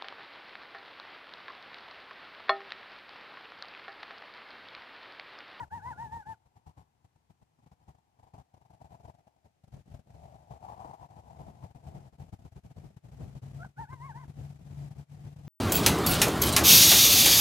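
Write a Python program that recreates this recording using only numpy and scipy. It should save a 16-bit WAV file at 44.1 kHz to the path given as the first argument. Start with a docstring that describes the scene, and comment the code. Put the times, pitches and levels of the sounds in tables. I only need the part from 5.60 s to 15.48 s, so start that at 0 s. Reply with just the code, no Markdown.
"""Open country on a still night. A far coyote gives two runs of wavering yips, each one arch of pitch
and effort, shaped by the throat and followed by a dull echo. Low rumble flutters and grows; a distant
vehicle passes with tyre noise and a slowly rising engine drone. The recorder's noise gate opens on
every swell, so the whole background and the microphone hiss flutter."""
import sys
import numpy as np
from scipy import signal
from scipy.fft import next_fast_len
from scipy.io import wavfile
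from scipy.ndimage import uniform_filter1d

SR = 44100
rng = np.random.default_rng(int(sys.argv[2]) if len(sys.argv) > 2 else 0)


def digitize_waveform(pressure):
    """Quantize a signal to 16-bit integers and store it at the path in sys.argv[1].

    Rows of a 2-D input are taken as channels; values are limited to [-1, 1].
    """
    field = np.atleast_2d(pressure).T
    bounded = np.clip(field, -1, 1)
    quanta = np.round(bounded * 32767).astype(np.int16)
    wavfile.write(sys.argv[1], SR, quanta)


N = 435708
TIME = np.arange(N) / SR


def from_db(db):
    """Decibels to gain."""
    return 10 ** (np.asarray(db) / 20)


def unit_rms(x):
    """Scale to rms 1."""
    return x / np.sqrt(np.mean(x ** 2) + 1e-20)


def in_time(rows):
    """Each column of a time curve, at every sample."""
    times_s, *columns = np.transpose(rows)
    return [np.interp(TIME, times_s, column) for column in columns]


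def at_hz(points, hz):
    """Read a curve on a log-frequency axis."""
    points_hz, values = np.transpose(points)
    return np.interp(np.log(hz), np.log(points_hz), values)


def pan(left_db):
    """Constant-power stereo gains."""
    return unit_rms(from_db(np.array([[left_db], [-left_db]]) / 2))


def delayed(x, delay_s):
    """One channel, delayed."""
    return np.interp(TIME - delay_s, TIME, x, left=0)


def drift(rate_hz):
    """Smooth random curve, rms 1."""
    pole = np.exp(-40 * np.pi * rate_hz / SR)
    slow = signal.lfilter([1], [1, -2 * pole, pole * pole], rng.standard_normal(N // 20 + 2002))[2000:]
    return np.interp(np.arange(N) / 20, np.arange(len(slow)), unit_rms(slow))


def flutter(rate_hz, limit=2.14):
    """Soft-limited drift."""
    return limit * np.tanh(drift(rate_hz) / limit)


def hump(progress, top_at):
    """Half sine over progress 0 to 1, peaking at top_at."""
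    return np.abs(np.sin(np.pi * np.interp(progress, [0, np.clip(top_at, .1, .9), 1], [0, .5, 1])))


def bump(time_s, half_s, skew=.39):
    """Gaussian of height 1; skew steepens the rise and draws out the fall."""
    out = np.zeros(N)
    near = slice(*np.searchsorted(TIME, [time_s - 5 * half_s, time_s + 5 * half_s]))
    offset = (TIME[near] - time_s) / half_s + skew
    out[near] = np.exp(-(offset / (1 + skew * np.sign(offset))) ** 2)
    return out


def banded_noise(spectrum, correlation, glide=1, per_octave=3):
    """Stereo noise, rms 1; glide shifts the spectrum by a frequency ratio."""
    edges_hz = 20 * 2 ** (np.arange(10 * per_octave) / per_octave)
    white, out = rng.standard_normal((2, 2, N)), 0
    for k, band in enumerate(zip(edges_hz, edges_hz[1:])):
        hz = np.sqrt(band[0] * band[1])
        if spectrum[0][0] < hz < spectrum[-1][0]:
            mid, side = signal.sosfilt(signal.butter(2, band, "band", fs=SR, output="sos"), white[k % 2])
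            alike = correlation if np.isscalar(correlation) else at_hz(correlation, hz)
            stereo = np.sqrt(1 + alike) * mid + np.sqrt(1 - alike) * side * [[1], [-1]]
            out = out + from_db(at_hz(spectrum, hz / glide)) * stereo
    return unit_rms(out)


def evened(x, span_s):
    """Level out swings slower than span_s, to rms 1."""
    window = signal.windows.hann(int(span_s * SR))
    power = np.mean(np.abs(signal.hilbert(x, next_fast_len(N))[:, :N]) ** 2, axis=0) / 2
    return x / np.sqrt(signal.fftconvolve(power, window / window.sum(), "same") + 1e-9)


# Yips, before register break and throat: (start [s], crest [s], end [s], start pitch [Hz],
# crest pitch [Hz], effort [dB], overtone [dB], roughness [0-1], effort peak [share of length])
YIPS = [(-.06, .003, .048, 780, 982, -40.5, -.5, .55, .8), (.103, .158, .208, 812, 945, -38.8, -1, .1, .36),
        (.208, .284, .35, 810, 1008, -37.7, -1, .22, .5), (.35, .427, .492, 770, 938, -39, -.5, .1, .45),
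        (.492, .558, .63, 846, 926, -38.5, -1.5, .05, .42),
        (.644, .703, .753, 810, 903, -40.3, -2.5, .05, .48),
        (7.994, 8.052, 8.072, 725, 826, -35.5, -9, 1, .45),
        (8.165, 8.215, 8.265, 785, 925, -40.3, -2, .3, .36),
        (8.265, 8.332, 8.392, 800, 1065, -44, 1.5, .7, .28),
        (8.392, 8.462, 8.526, 918, 1097, -39.3, .5, .3, .5),
        (8.526, 8.603, 8.651, 815, 1050, -43, 1.5, .5, .6)]


def yip_controls(edge_s=.0069, join_s=.025, rest_hz=703, trough_db=-11.5, break_hz=822, drop_hz=69):
    """Pitch and effort arch in each yip; under break_hz the voice breaks to a lower register."""
    pitch_hz, effort, overtone_db, rough, voiced = np.zeros((5, N))
    for yip, following in zip(YIPS, YIPS[1:] + [None]):
        start_s, crest_s, end_s, start_hz, crest_hz, effort_db, bright_db, roughness, peak_at = yip
        if following and following[0] < end_s + join_s:   # falls into the next yip
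            end_s, end_hz, fall_exponent = following[0], following[3], 1.8
        else:   # breaks off with a plunge
            end_hz, fall_exponent = rest_hz, .5
        near = slice(*np.searchsorted(TIME, [start_s - edge_s, end_s + edge_s]))
        t, length_s, rise_s = TIME[near] - start_s, end_s - start_s, crest_s - start_s
        rising = t < rise_s
        arch = hump(t / length_s, rise_s / length_s) ** np.where(rising, 1.8, fall_exponent)
        push = hump(t / length_s, peak_at) ** .92
        fade = np.clip(np.minimum(t, length_s - t) / edge_s + .5, 0, 1)
        foot_hz = np.where(rising, start_hz, end_hz)
        pitch_hz[near] += fade * (foot_hz + arch * (crest_hz - foot_hz))
        effort[near] += fade * from_db(effort_db + trough_db * (1 - push))
        overtone_db[near] += fade * bright_db
        rough[near] += fade * roughness * arch ** 2
        voiced[near] += fade
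    pitch_hz /= np.maximum(voiced, 1e-12)
    low_register = (1 - np.tanh((pitch_hz - break_hz) / 5.5)) / 2
    return pitch_hz - drop_hz * low_register, effort, overtone_db, rough


# Response of throat and long air path: (frequency [Hz], gain [dB])
THROAT = [(680, -10.5), (750, -17.5), (810, -1.5), (920, 0.07), (1010, -3.5), (1110, -6), (1260, -5),
          (1450, -1.5), (1540, 0.5), (1650, -7.5), (1850, -17), (2150, -19.5), (2350, -23), (2800, -32),
          (3100, -40)]


def coyote(break_hz=822, third_db=-9, right_lead_rad=1.23):
    """A nearly pure voice shaped by the throat; rough yips jitter, shake and double their period."""
    pitch_hz, effort, overtone_db, rough = yip_controls(break_hz=break_hz)
    jitter = (.0052 + .028 * rough) * drift(132)
    shimmer_db = (1 + 3.5 * rough) * flutter(36)
    rasp = (.066 + .33 * rough) * drift(107)
    pitch_hz = pitch_hz * (1 + jitter)
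    effort = effort * from_db(shimmer_db) * (1 + rasp)
    on, out = effort > 0, np.zeros((2, N))
    phase = 2 * np.pi * np.cumsum(pitch_hz[on]) / SR
    lead_rad = np.array([[0], [right_lead_rad]])   # direct and ground paths sum differently per side
    overtone = from_db(overtone_db[on]) * pan(.3)
    doubling = .3 * rough[on] * (pitch_hz[on] > break_hz)   # upper register only
    for ratio, gain in ((1, pan(3.4)), (1.5, doubling), (2, overtone), (3, overtone * from_db(third_db))):
        throat = from_db(at_hz(THROAT, ratio * pitch_hz[on]))
        out[:, on] += gain * throat * np.sin(ratio * phase + lead_rad)
    return np.sqrt(2) * effort * out


def echoes(x, echo_s=.047, echo_db=-18, cutoff_hz=1170, scatter_db=-16, scatter_s=.03, count=40):
    """One dull echo; ground and brush add faint ones, different on each side."""
    lowpass = signal.butter(3, cutoff_hz, fs=SR, output="sos")
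    out = x.copy()
    for side, direct in zip(out, x):
        side += from_db(echo_db) * signal.sosfilt(lowpass, delayed(direct, echo_s))
        delays_s = .00212 + rng.exponential(scatter_s, count)
        gains = rng.standard_normal(count) * np.exp(-delays_s / (2 * scatter_s))
        for lag, gain in zip((delays_s * SR).astype(int), gains / np.linalg.norm(gains)):
            side[lag:] += from_db(scatter_db) * gain * direct[:N - lag]
    return out


# Slow course of the rumble: (time [s], level [dB])
RUMBLE_COURSE = [(0.0, -48), (0.7, -49), (0.8, -57.5), (1.4, -57), (2.5, -57.5), (2.9, -59.5),
                 (3.45, -54.5), (3.7, -63.5), (4.05, -57), (4.2, -44.5), (4.7, -48.5), (5.4, -50),
                 (5.9, -46.5), (6.45, -47), (7.42, -51), (7.62, -42), (8.3, -43.5), (9.88, -43.0)]
# Brief dips: (time [s], half length [s])
LULLS = [(0.098, 0.012), (0.628, 0.029), (4.235, 0.021), (4.434, 0.025), (4.994, 0.008), (5.359, 0.021),
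         (5.478, 0.012), (5.617, 0.0079), (5.78, 0.0027), (6.132, 0.013), (6.513, 0.013), (6.57, 0.0072),
         (6.707, 0.013), (6.778, 0.0079), (6.905, 0.0086), (7.012, 0.02), (7.141, 0.011), (7.412, 0.018),
         (7.809, 0.017), (7.927, 0.0063), (8.134, 0.03), (8.274, 0.016), (8.724, 0.012), (8.983, 0.0072),
         (9.344, 0.0067), (9.461, 0.027), (9.751, 0.0075)]
# Short added swells: (time [s], level [dB], half length [s])
SWELLS = [(0.866, -49, 0.0075), (0.969, -47.0, 0.011), (1.073, -43, 0.01), (1.102, -46.5, 0.011),
          (1.184, -43.5, 0.012), (1.216, -48, 0.014), (1.452, -47, 0.01), (1.565, -49, 0.0076),
          (1.705, -46.5, 0.0092), (1.823, -45.5, 0.0083), (1.996, -47, 0.0086), (2.033, -47.5, 0.01),
          (2.069, -45.5, 0.0084), (2.124, -45, 0.0083), (2.22, -50.5, 0.018), (2.292, -44.0, 0.018),
          (2.351, -50, 0.0046), (2.389, -49.5, 0.0046), (2.597, -48.5, 0.0091), (2.638, -48.5, 0.011),
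          (2.67, -52, 0.008), (2.748, -44, 0.013), (2.793, -44.5, 0.018), (2.945, -46.5, 0.0083),
          (2.974, -50, 0.007), (3.019, -48, 0.0077), (3.058, -50.5, 0.01), (3.108, -45.5, 0.0074),
          (3.141, -47.5, 0.009), (3.215, -42, 0.0071), (3.255, -46, 0.012), (3.323, -46.5, 0.019),
          (3.351, -47.5, 0.0058), (3.406, -49, 0.011), (3.452, -44, 0.013), (3.49, -43.5, 0.012),
          (3.548, -48, 0.006), (3.594, -52.5, 0.017), (3.677, -51, 0.011), (3.773, -51.5, 0.01),
          (3.862, -47.5, 0.017), (4.042, -44.5, 0.006), (4.08, -46, 0.0065), (4.141, -42, 0.016),
          (4.179, -46.5, 0.014), (4.349, -41, 0.0059), (4.551, -45.5, 0.01), (4.664, -48.5, 0.023),
          (4.741, -45, 0.0028), (4.918, -43, 0.013), (5.583, -47.0, 0.019), (5.81, -44, 0.018),
          (5.881, -44, 0.021), (6.045, -42, 0.018), (6.157, -43.5, 0.0081), (6.233, -48.5, 0.0045),
          (6.28, -42, 0.024), (6.358, -42, 0.025), (6.459, -45, 0.013), (6.533, -44.5, 0.0062),
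          (6.615, -41, 0.019), (6.688, -46.5, 0.009), (6.736, -40, 0.011), (6.799, -44, 0.0093),
          (6.863, -41, 0.012), (6.924, -44, 0.0057), (6.971, -41.5, 0.016), (7.054, -41.5, 0.015),
          (7.11, -41, 0.0073), (7.187, -42.5, 0.031), (7.26, -43, 0.025), (7.306, -42, 0.0052),
          (7.371, -42.5, 0.0058), (7.452, -44.5, 0.019), (7.533, -43, 0.019), (7.63, -43.5, 0.03),
          (7.762, -41, 0.0089), (7.829, -40.5, 0.012), (7.87, -42, 0.014), (7.983, -43, 0.049),
          (8.703, -42, 0.015), (8.822, -41.5, 0.048), (8.906, -40.5, 0.0056), (9.112, -42.5, 0.013),
          (9.22, -40.5, 0.056), (9.395, -42.5, 0.015), (9.558, -44.5, 0.0037), (9.665, -43.0, 0.028),
          (9.804, -44, 0.012)]


def rumble_sputter(flutter_db=1.7, lull_db=-11):
    """The rumble flutters, dips and swells; returns its power and the ratio to its slow course."""
    course_db, = in_time(RUMBLE_COURSE)
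    lulls = sum(bump(time_s, half_s, skew=0) for time_s, half_s in LULLS)
    swells = sum(from_db(db) ** 2 * bump(time_s, half_s) for time_s, db, half_s in SWELLS)
    power = from_db(course_db + flutter_db * flutter(29.5) + lull_db * lulls) ** 2 + swells
    return power, power / from_db(course_db) ** 2


# Engine: (time [s], firing rate [Hz], level re rumble noise [dB])
ENGINE = [(0, 133.6, -29.5), (5.4, 135.1, -18.5), (6.1, 139.7, -9), (7.3, 136.4, -13.5), (7.7, 137.5, -1),
          (8.3, 141.1, 0.5), (8.8, 142, 2.5), (9.88, 144.3, 4)]


def engine_drone(waver_db=4):
    """Wavering firing tone with a faint half order and octave."""
    firing_hz, level_db = in_time(ENGINE)
    phase = 2 * np.pi * np.cumsum(firing_hz * (1 + .0054 * drift(4.3))) / SR
    tone = np.sin(phase) + from_db(-20.5) * np.sin(phase / 2) + from_db(-30) * np.sin(2 * phase)
    return np.sqrt(2) * from_db(level_db + waver_db * flutter(10.8)) * tone


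# Rumble noise: (frequency [Hz], relative density [dB])
RUMBLE_SPECTRUM = [(25, -16), (42, -12.5), (55, -8), (70, 2.5), (95, 1.5), (135, 2), (180, -6.5),
                   (250, -15), (400, -19.5), (560, -22.5), (750, -25), (950, -32.5), (1200, -36.5)]
# Rumble width: (frequency [Hz], left-right correlation [0-1])
RUMBLE_CORRELATION = [(60, 0.89), (140, 0.93), (290, 0.36), (640, 0.042)]


def rumble(power):
    """Low noise and engine drone swell and sink together."""
    low = banded_noise(RUMBLE_SPECTRUM, RUMBLE_CORRELATION) + engine_drone()
    return evened(low, span_s=.034) * np.sqrt(power) * pan(4.3)


# Slow course of the tyre roar: (time [s], level [dB])
TYRE_COURSE = [(0.0, -54.5), (1.15, -58.5), (1.5, -63), (1.9, -63), (2.3, -59), (2.65, -56.5), (2.9, -58.5),
               (3.35, -53), (3.65, -56.5), (4.05, -64), (4.4, -57), (4.65, -49.5), (4.85, -50),
               (5.1, -44.5), (5.27, -43.5), (5.5, -49), (5.85, -50.5), (6.5, -56.5), (7.15, -64),
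               (9.88, -63)]
# Brief added surges: (time [s], level [dB])
TYRE_SURGES = [(2.675, -51), (3.352, -51), (4.742, -58), (5.05, -44), (5.095, -42.5), (5.215, -44.5),
               (5.251, -44.5), (5.344, -43), (5.437, -45.5), (5.709, -46)]
# Brightness, rising again at closest approach: (time [s], centre [Hz])
TYRE_CENTRE = [(0, 810), (1.3, 870), (2.4, 835), (3.3, 775), (4.2, 713), (4.7, 713), (4.92, 768),
               (5.14, 840), (5.3, 835), (5.5, 793), (6.45, 764), (7, 735), (9.88, 770)]
# Tyre noise centred on reference_hz: (frequency [Hz], relative density [dB])
TYRE_SPECTRUM = [(300, -17), (380, -17), (480, -12.5), (560, -15.5), (690, 0), (820, -0.5), (960, -7),
                 (1100, -18), (1300, -29.5), (1700, -35), (2000, -42)]


def tyres(rumble_swing, reference_hz=785, flutter_db=.56, surge_half_s=.011, right_lag_s=.00035):
    """Tyre roar from one far spot on the left; it follows part of the rumble's swing."""
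    course_db, = in_time(TYRE_COURSE)
    centre_hz, = in_time(TYRE_CENTRE)
    base = rumble_swing ** .3 * from_db(course_db + flutter_db * flutter(25))
    surges = sum(from_db(db) ** 2 * bump(time_s, surge_half_s) for time_s, db in TYRE_SURGES)
    roar = banded_noise(TYRE_SPECTRUM, correlation=.88, glide=centre_hz / reference_hz, per_octave=6)
    left, right = evened(roar, span_s=.038)
    return np.sqrt(base ** 2 + surges) * np.array([left, delayed(right, right_lag_s)]) * pan(8)


# Microphone hiss: (frequency [Hz], relative density [dB])
HISS_SPECTRUM = [(200, 15), (500, 7), (1200, 4), (2000, 2.5), (2800, 0.5), (3200, -1.5), (5000, -3),
                 (7600, -4), (9000, -7.5), (12000, -9.5), (14500, -15.5), (16000, -16)]


def microphone_hiss(hiss_db=-61.5, whine_db=-87, whine_hz=11658):
    """Steady hiss with a thin electric whine."""
    whine = np.sin(2 * np.pi * np.cumsum(whine_hz + 25 * drift(22)) / SR)
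    hiss = banded_noise(HISS_SPECTRUM, correlation=0)
    return (from_db(hiss_db) * hiss + from_db(whine_db) * whine) * pan(2.8)


def scene():
    """The coyote over the night's background."""
    power, swing = rumble_sputter()
    return echoes(coyote()) + rumble(power) + tyres(swing) + microphone_hiss()


def noise_gate(x, threshold_db=-39.5, slope=1.546, depth_db=19.5, knee_db=.5,
               follow_s=.0057, ahead_s=.002, release_db_per_s=650):
    """Expander: gain falls with the level under the threshold; opens fast, closes more slowly."""
    pole = np.exp(-1 / (follow_s * SR))
    power = uniform_filter1d(np.mean(x ** 2, axis=0), size=161)
    followed, _ = signal.lfilter([1 - pole], [1, -pole], power, zi=[power[:int(follow_s * SR)].mean()])
    level_db = np.interp(TIME + ahead_s, TIME, 10 * np.log10(np.maximum(followed, 1e-12)))
    target_db = np.minimum(slope * (level_db - threshold_db), 0)
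    release_db = release_db_per_s * TIME
    gain_db = np.maximum.accumulate(target_db + release_db) - release_db
    floored_db = knee_db * np.logaddexp(gain_db / knee_db, -depth_db / knee_db)
    return x * from_db(floored_db)


def record(dry, low_cut_hz=40, high_cut_hz=15500):
    """Gate the whole mix, then cut the deepest bass and the top."""
    highpass = signal.butter(2, low_cut_hz, "high", fs=SR, output="sos")
    lowpass = signal.ellip(10, .1, 70, high_cut_hz, fs=SR, output="sos")
    return signal.sosfilt(lowpass, signal.sosfilt(highpass, noise_gate(dry)))


dry = scene()
out = record(dry)
digitize_waveform(out)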